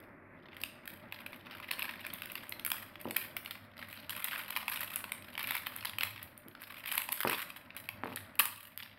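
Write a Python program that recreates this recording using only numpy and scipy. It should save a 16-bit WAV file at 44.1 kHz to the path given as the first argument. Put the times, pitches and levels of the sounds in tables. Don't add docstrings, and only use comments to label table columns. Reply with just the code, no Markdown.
import sys
import numpy as np
from scipy import signal
from scipy.fft import rfft, irfft
from scipy.io import wavfile
from scipy.ndimage import uniform_filter1d

SR = 44100
rng = np.random.default_rng(int(sys.argv[2]) if len(sys.argv) > 2 else 0)


def to_wav(sig):
    pcm = np.clip(np.atleast_2d(sig), -1, 1) * 32767
    pcm = np.round(pcm).astype(np.int16)
    wavfile.write(sys.argv[1], SR, pcm.T)


N = 396018
GRAIN = int(.016 * SR)
HIT_S = .004


def from_db(db):
    return 10 ** (np.asarray(db) / 20)


def rms_one(x):
    return x / np.sqrt(np.mean(x ** 2) + 1e-20)


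def in_time(rows):
    s, *columns = np.transpose(rows)
    return [np.interp(np.arange(N) / SR, s, column) for column in columns]


def colour(x, spectrum, size=4096):
    length = x.shape[-1]
    hz, level_db = np.transpose(spectrum)
    grid = np.maximum(np.fft.rfftfreq(size, 1 / SR), 1)
    gain = from_db(np.interp(np.log(grid), np.log(hz), level_db))
    cepstrum = irfft(np.log(gain))
    cepstrum[1:size // 2] *= 2
    cepstrum[size // 2 + 1:] = 0
    response = irfft(np.exp(rfft(cepstrum)))[:length]
    response = response.reshape((1,) * (x.ndim - 1) + (-1,))
    return signal.fftconvolve(x, response, axes=-1)[..., :length]


def resonance(x, hz, width_hz):
    r = np.exp(-np.pi * width_hz / SR)
    feed = np.array([1, 0, -1]) * (1 - r * r) / 2
    feedback = [1, -2 * r * np.cos(2 * np.pi * hz / SR), r * r]
    return signal.lfilter(feed, feedback, x)


def unit_hit(x):
    return x / np.sqrt(np.sum(x ** 2, axis=-1, keepdims=True) / (HIT_S * SR) + 1e-20)


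def place(times, sounds):
    first = np.round(np.asarray(times) * SR).astype(int)
    at = first[:, None] + np.arange(sounds.shape[1])
    return np.bincount(np.maximum(at, 0).ravel(), sounds.ravel(), N)[:N]


def background(hum_hz=98.3, hum_width_hz=20, whine_hz=598, whine_width_hz=6.7, whine_db=-15,
               waver_db=1.45, waver_hz=2, waver_width_hz=9, drone_hz=335, drone_width_hz=110):
    # pitch in Hz, relative level in dB.
    noise_colour = [(25, -11), (55, -6.5), (85, -5), (160, 0.5), (250, 4.5), (345, -5.5), (405, -14.5),
                    (590, 1), (730, -7), (1300, -6), (2000, -5.5), (2550, -15), (3050, -35), (4200, -43),
                    (6500, -57), (12500, -37), (16000, -64)]
    # time in seconds, noise level before its waver in dB, drone level in dB.
    room_level = [(0, -57, -63.5), (0.8, -57, -67.5), (2, -56, -66), (2.9, -58, -68.5), (3.3, -56.5, -61.5),
                  (3.7, -58.5, -88), (4.2, -57.5, -88), (5.2, -56.5, -70.5), (6.4, -60.5, -76.5),
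                  (7.7, -59, -78), (8.3, -56.5, -80.5), (8.6, -65, -91), (8.98, -62, -80)]
    # time in seconds, level in dB.
    hum_level = [(0, -66.5), (4.2, -66), (4.6, -76), (5, -65.5), (6.2, -57.5), (6.5, -74.5), (7.65, -74),
                 (7.95, -56), (8.5, -68)]

    def narrow(x, hz, width_hz):
        return rms_one(resonance(resonance(x, hz, width_hz), hz, width_hz)[SR:])

    noise_db, drone_db = in_time(room_level)
    hum_db, = in_time(hum_level)
    white = rng.standard_normal((5, N + SR))
    waver = narrow(white[3], waver_hz, waver_width_hz)
    noise = rms_one(colour(white[0], noise_colour)[SR:]) * from_db(waver_db * waver)
    hum = narrow(white[1], hum_hz, hum_width_hz)
    whine = rms_one(resonance(white[2], whine_hz, whine_width_hz)[SR:])
    drone = narrow(white[4], drone_hz, drone_width_hz)
    noise_and_whine = from_db(noise_db) * (noise + from_db(whine_db) * whine)
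    return from_db(drone_db) * drone + noise_and_whine + from_db(hum_db) * hum


def room(x, wet_db=-10.5, mid_t60=0.52, treble_t60=0.3, first_echo_s=0.008, uneven_db=2,
         turns_per_s=.6, count=8):
    # pitch in Hz, relative level in dB.
    echo_colour = [(150, -11.5), (900, 5), (2500, -1.5), (6000, 3), (12000, 4.5), (16000, 5)]
    t = np.arange(int(.7 * SR)) / SR
    echoes = rng.standard_normal((count, len(t)))
    echoes = echoes * from_db(uneven_db * rng.standard_normal((count, len(t))) * np.exp(-t / .04))
    low, high = [signal.sosfilt(signal.butter(2, 6000, kind, fs=SR, output="sos"), echoes)
                 for kind in ("low", "high")]
    responses = low * from_db(-60 * t / mid_t60) - high * from_db(-60 * t / treble_t60)
    responses = responses * (t > first_echo_s)
    responses = responses / np.sqrt(np.sum(responses ** 2, axis=1, keepdims=True))
    responses = colour(responses, echo_colour)
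    turn = turns_per_s * np.arange(N) / SR + np.arange(count)[:, None] / count
    nearness = np.maximum(np.cos(2 * np.pi * turn) - .5, 0)
    nearness /= np.sqrt(np.sum(nearness ** 2, axis=0))
    echoed = signal.fftconvolve(x * nearness, responses, axes=1)[:, :N]
    return from_db(wet_db) * echoed.sum(axis=0)


def bumps(chatter_db=-27, chatter_t60=0.26, chatter_hz=450, level_db=2, low_hz=90, count=5,
          judder_s=.022, judder_dulling=0.9):
    # start in seconds, level in dB before level_db is added,
    # brightness of the first blow in Hz, loss in dB from one blow to the next.
    bump_rows = [(3.055, -33, 925, 5.5), (6.462, -47, 394, 9), (7.25, -26, 1700, 4.5),
                 (8.036, -32, 2430, 5), (8.12, -41, 1300, 9), (8.394, -45, 600, 17)]
    # pitch in Hz, typical relative level in dB,
    # time to fall by 60 dB in seconds.
    body_modes = [(137, -20.5, 0.078), (249, -3.5, 0.031), (353, -8.5, 0.051), (445, -11.5, 0.062),
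                  (550, -2, 0.015), (874, 7.5, 0.01), (1160, 2, 0.011), (1700, 2, 0.0067)]
    t = np.arange(SR // 6) / SR
    touches = [(s + k * judder_s, db - k * loss_db, hz * judder_dulling ** k)
               for s, db, hz, loss_db in bump_rows for k in range(count)]
    chatter_filter = signal.butter(1, chatter_hz, fs=SR, output="sos")
    sounds = []
    for s, db, bright_hz in touches:
        chatter = signal.sosfilt(chatter_filter, rng.standard_normal(len(t)))
        push = (t == 0) + chatter * from_db(chatter_db - 60 * t / chatter_t60)
        band = [low_hz, max(bright_hz, 2 * low_hz)]
        push = signal.sosfilt(signal.butter(3, band, "band", fs=SR, output="sos"), push)
        body = sum(np.cos(2 * np.pi * hz * t)
                   * from_db(mode_db + 2 * rng.standard_normal() - 60 * t / t60)
                   for hz, mode_db, t60 in body_modes)
        blow = signal.fftconvolve(push, body)[:len(t)]
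        sounds.append(from_db(db + level_db) * unit_hit(blow))
    return place([touch[0] for touch in touches], np.array(sounds))


def buckles(panel_hz, t60, jag_db, rise_s=0.00004, spread=0.27, broad_width_hz=2600, sharp_width_hz=380,
            crease_hz=11800, crease_width_hz=2300, crease_db=-2, bounce_s=.0009, bounce_share=0.43,
            sheet_ratio=.42, sheet_width_hz=500, sheet_share=0.19):
    # pitch in Hz, relative level in dB.
    panel_colour = [(120, -14), (400, -6.5), (700, -6), (1000, 3), (1400, -0.5), (2500, 1.5), (3300, -3),
                    (5000, -10.5), (6300, -27.5), (9000, -50)]
    crack_colour = [(4000, -28.5), (6600, -22.5), (7400, -18.5), (8200, -11), (10200, -8), (12200, 0.5),
                    (13500, -1.5), (15200, -11.5), (16000, -1.5)]
    t = np.arange(GRAIN) / SR
    chance = rng.standard_normal((len(panel_hz), 3, GRAIN))
    life = t60 * np.exp(spread * chance[:, 2, :1])
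    slips = chance[:, 0] * from_db(jag_db * chance[:, 1] - 60 * t / life)
    slips = slips * (1 - np.exp(-t / rise_s))
    lags = (bounce_s * SR * np.exp(.6 * np.tanh(chance[:, 2, 2]))).astype(int)
    slips = np.array([slip + bounce_share * np.pad(slip, (lag, 0))[:GRAIN]
                      for slip, lag in zip(slips, lags)])
    panels = np.array([resonance(slip, hz, broad_width_hz) + resonance(slip, hz, sharp_width_hz)
                       for slip, hz in zip(slips, panel_hz)])
    panels += sheet_share * np.array([resonance(slip, sheet_ratio * hz, sheet_width_hz)
                                      for slip, hz in zip(slips, panel_hz)])
    high_hz = crease_hz * np.exp(0.4 * np.tanh(chance[:, 2, 1]))
    creases = np.array([slip + from_db(crease_db) * resonance(slip, hz, crease_width_hz)
                        for slip, hz in zip(slips, high_hz)])
    return unit_hit(colour(panels, panel_colour)), unit_hit(colour(creases, crack_colour))


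def kneading(attack_s=0.017, release_db_per_s=241, held_from_s=0.29, held_fade_s=.2,
             held_ring_db=-69, held_crack_db=-83):
    # time of reaching full strength in seconds,
    # time held in seconds, panel ring level in dB, crack level in dB.
    squeezes = [(0, 0.003, -63, -62.5), (0.465, 0.059, -61.5, -84), (0.553, 0.064, -62.5, -64),
                (0.853, 0.082, -59.5, -58.5), (1.128, 0.23, -57.5, -62), (1.47, 0.6, -53.5, -62.5),
                (1.72, 0.18, -48.5, -56), (1.967, 0.48, -54.5, -60), (2.648, 0.17, -53, -51),
                (3.007, 0.19, -58.5, -60.5), (3.174, 0.053, -48.5, -48), (3.372, 0.19, -58, -59),
                (3.77, 0.24, -56, -58.5), (4.105, 0.093, -49, -49), (4.23, 0.17, -45, -46),
                (4.436, 0.2, -51, -54), (4.698, 0.13, -42.5, -42.5), (4.88, 0.087, -48, -49.5),
                (5.045, 0.49, -60, -62), (5.401, 0.18, -44, -48), (5.612, 0.29, -52, -56.5),
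                (6.028, 0.05, -49, -49.5), (6.147, 0.081, -58, -62), (6.609, 0.32, -55.5, -56),
                (6.872, 0.12, -43, -42), (7.119, 0.21, -54.5, -48), (7.254, 0.08, -40, -42.5),
                (7.378, 0.032, -44.5, -42.5), (7.523, 0.037, -54.5, -55.5), (7.759, 0.04, -57.5, -51),
                (8.034, 0.16, -57.5, -62), (8.388, 0.04, -48, -49), (8.563, 0.1, -62, -55.5),
                (8.792, 0.05, -53, -62)]
    t = np.arange(0, N, 32) / SR
    start, length, ring_level, crack_level = np.transpose(squeezes)[:, :, None]
    age = t - start
    release = from_db(-release_db_per_s * np.maximum(age - length, 0))
    shape = np.clip(1 + age / attack_s, 0, 1) * release
    held = np.clip((t - held_from_s) / held_fade_s, 0, 1)
    strengths = []
    for level, held_db in ((ring_level, held_ring_db), (crack_level, held_crack_db)):
        strength = (shape * from_db(level)).max(axis=0) + from_db(held_db) * held
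        strengths.append(np.interp(np.arange(N) / SR, t, strength))
    return strengths


def crinkle(rest_per_s=110, busy_db=-60, rate_power=.4, size_db=5.5, panel_hz=2350, pitch_spread=0.31,
            tint_db=-2.0, deepening=.05, clump_db=5, clump_s=.008, count=600):
    ring_gain, crack_gain = kneading()
    effort = np.maximum(ring_gain / from_db(busy_db), 1)
    clumps = np.interp(np.arange(N) / SR / clump_s, np.arange(N), rng.standard_normal(N))
    per_s = rest_per_s * effort ** rate_power * from_db(clump_db * clumps)
    pitches = np.geomspace(700, 5500, count)
    rings, cracks = buckles(pitches, t60=0.025, jag_db=5.0)
    tint = from_db(tint_db * rng.standard_normal((count, 1)))
    rings, cracks = rings / tint, cracks * tint
    born = rng.random(N)
    size, detune = rng.standard_normal((2, N))
    hz = panel_hz * np.exp(pitch_spread * detune) / effort ** deepening
    kind = np.minimum(np.searchsorted(pitches, hz), count - 1)
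    at = np.flatnonzero(born < per_s / SR)
    strength = from_db(size_db * np.minimum(size[at], 2))
    energy = np.bincount(at, strength ** 2, N) * HIT_S * SR
    window = int(.05 * SR)
    shared = uniform_filter1d(uniform_filter1d(energy, window), window)
    strength = (strength / np.sqrt(shared[at] + 1e-9))[:, None]
    ring = place(at / SR, rings[kind[at]] * strength)
    crack = place(at / SR, cracks[kind[at]] * strength)
    return ring * ring_gain + crack * crack_gain


def snaps(ring_db=-3.0, crack_db=3.5, t60=0.011, quickening=0.047, sheet_db=-7, sheet_growth=0.56,
          firm_db=-32):
    # start in seconds, panel ring level in dB before ring_db is added,
    # crack level in dB before crack_db is added, panel pitch in Hz.
    snap_rows = [(0.567, -41.5, -55, 2520), (0.6152, -46, -45, 4540), (0.6361, -27.5, -36.5, 2600),
                 (0.8761, -37, -37.5, 1630), (1.1236, -33.5, -47.5, 2240), (1.263, -38.5, -49, 1750),
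                 (1.6005, -39, -55, 1140), (1.7086, -34, -61, 2500), (1.7121, -26, -33.5, 2900),
                 (1.793, -33.5, -37, 2420), (1.8212, -28, -60, 2500), (1.8264, -31.5, -35.5, 2500),
                 (1.853, -36, -48, 2500), (1.91, -42, -48, 2200), (2.0494, -35.5, -53, 2270),
                 (2.0657, -34, -42.5, 2360), (2.137, -63, -36, 2050), (2.2199, -35.5, -42.5, 1610),
                 (2.2573, -42, -43.5, 2650), (2.3183, -44, -41.5, 1410), (2.354, -32.5, -43, 2610),
                 (2.4937, -51, -39, 2570), (2.5223, -32.5, -45, 2420), (2.5954, -38.5, -46.5, 3720),
                 (2.6493, -33.5, -32.5, 2190), (2.6631, -35, -32, 1970), (2.7026, -36, -35, 2630),
                 (2.717, -26, -24.5, 2850), (2.9558, -40.5, -63, 2500), (3.013, -48, -46.5, 1740),
                 (3.1088, -34, -36.5, 2260), (3.1625, -30, -42, 1530), (3.1658, -24.5, -27, 2280),
                 (3.3664, -30.5, -36, 2350), (3.4595, -35, -50, 2820), (3.5089, -34, -41.5, 3280),
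                 (3.826, -36.5, -59, 1680), (3.9281, -40.5, -46.5, 2300), (4.095, -34, -38, 3160),
                 (4.105, -36, -38.5, 2920), (4.1638, -40.5, -41, 1530), (4.2019, -40, -41, 1330),
                 (4.2432, -35.5, -29, 3400), (4.3592, -32, -61, 2430), (4.505, -34, -34.5, 3040),
                 (4.5632, -26, -38, 2440), (4.5707, -29, -37, 2340), (4.6808, -26, -39, 2220),
                 (4.698, -38, -37.5, 2000), (4.9592, -36.5, -29, 3230), (5.0414, -33.5, -44, 1640),
                 (5.1197, -29, -35, 2090), (5.3527, -37, -55.5, 1950), (5.3778, -30, -43, 2130),
                 (5.3927, -35, -44, 1240), (5.429, -36, -35, 2320), (5.472, -36, -39.5, 2250),
                 (5.508, -27.5, -33.5, 2220), (5.5516, -28.5, -36, 2160), (5.5664, -34, -38, 2050),
                 (5.6682, -29.5, -37.5, 2190), (5.763, -52, -38, 1470), (5.8078, -42.5, -56, 3070),
                 (5.849, -32.5, -39, 1890), (5.8541, -30.5, -37, 3750), (5.8953, -36.5, -43, 3300),
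                 (5.9849, -27, -35.5, 2800), (6.0087, -26, -40, 2620), (6.021, -35, -50, 2300),
                 (6.033, -23, -29, 2720), (6.178, -41.5, -60, 2220), (6.2287, -49, -40, 2110),
                 (6.377, -58, -48, 2400), (6.483, -55, -50, 3000), (6.5506, -43, -62, 1140),
                 (6.6187, -43, -45, 1700), (6.7036, -40, -65, 1170), (6.859, -35, -43, 2470),
                 (6.8815, -46, -42, 2230), (6.9228, -34, -33.5, 1740), (6.9539, -39, -34.5, 1810),
                 (6.9784, -26, -27.5, 2200), (7.018, -32.5, -37, 2500), (7.089, -31.5, -40.5, 2130),
                 (7.1217, -35.5, -31, 4410), (7.127, -31.5, -32, 2000), (7.2046, -30, -32.5, 1870),
                 (7.2124, -33, -37, 2040), (7.2322, -30, -38, 1860), (7.2971, -26.5, -35, 1060),
                 (7.3204, -33, -41, 1970), (7.3297, -27, -39, 1700), (7.4272, -37, -52, 1960),
                 (7.502, -37.5, -51, 2950), (7.5622, -41.5, -56, 1860), (7.7046, -41.5, -84, 1820),
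                 (7.7654, -39, -41, 1630), (7.889, -30, -43, 2500), (8.16, -40.5, -34.5, 4080),
                 (8.1714, -35, -57, 1820), (8.354, -50, -52, 2470), (8.3918, -24, -28, 2550),
                 (8.395, -20.5, -23, 2780), (8.4, -21, -26, 2240), (8.4033, -29, -32, 1410),
                 (8.406, -29.5, -29.5, 1250), (8.4294, -47, -44, 1300), (8.455, -32.5, -30.5, 2600),
                 (8.7757, -41.5, -39.5, 3220), (8.831, -41, -50, 4860)]
    s, ring_level, crack_level, panel_hz = np.transpose(snap_rows)
    life = t60 * np.exp(-quickening * np.clip(crack_level - ring_level, -4, 20))
    sheet = from_db(sheet_db + sheet_growth * (ring_level - firm_db))
    ring, crack = buckles(panel_hz, life[:, None], jag_db=4.5, spread=0.094, sharp_width_hz=550,
                          sheet_share=sheet[:, None])
    ring = ring * from_db(ring_level + ring_db)[:, None]
    crack = crack * from_db(crack_level + crack_db)[:, None]
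    return place(s, ring + crack)


def scene():
    sachet = snaps() + crinkle()
    return (sachet + room(sachet) + bumps() + background())[None]


def record(dry, cutoff_hz=15700):
    return signal.sosfilt(signal.ellip(10, .2, 70, cutoff_hz, fs=SR, output="sos"), dry)


dry = scene()
out = record(dry)
to_wav(out)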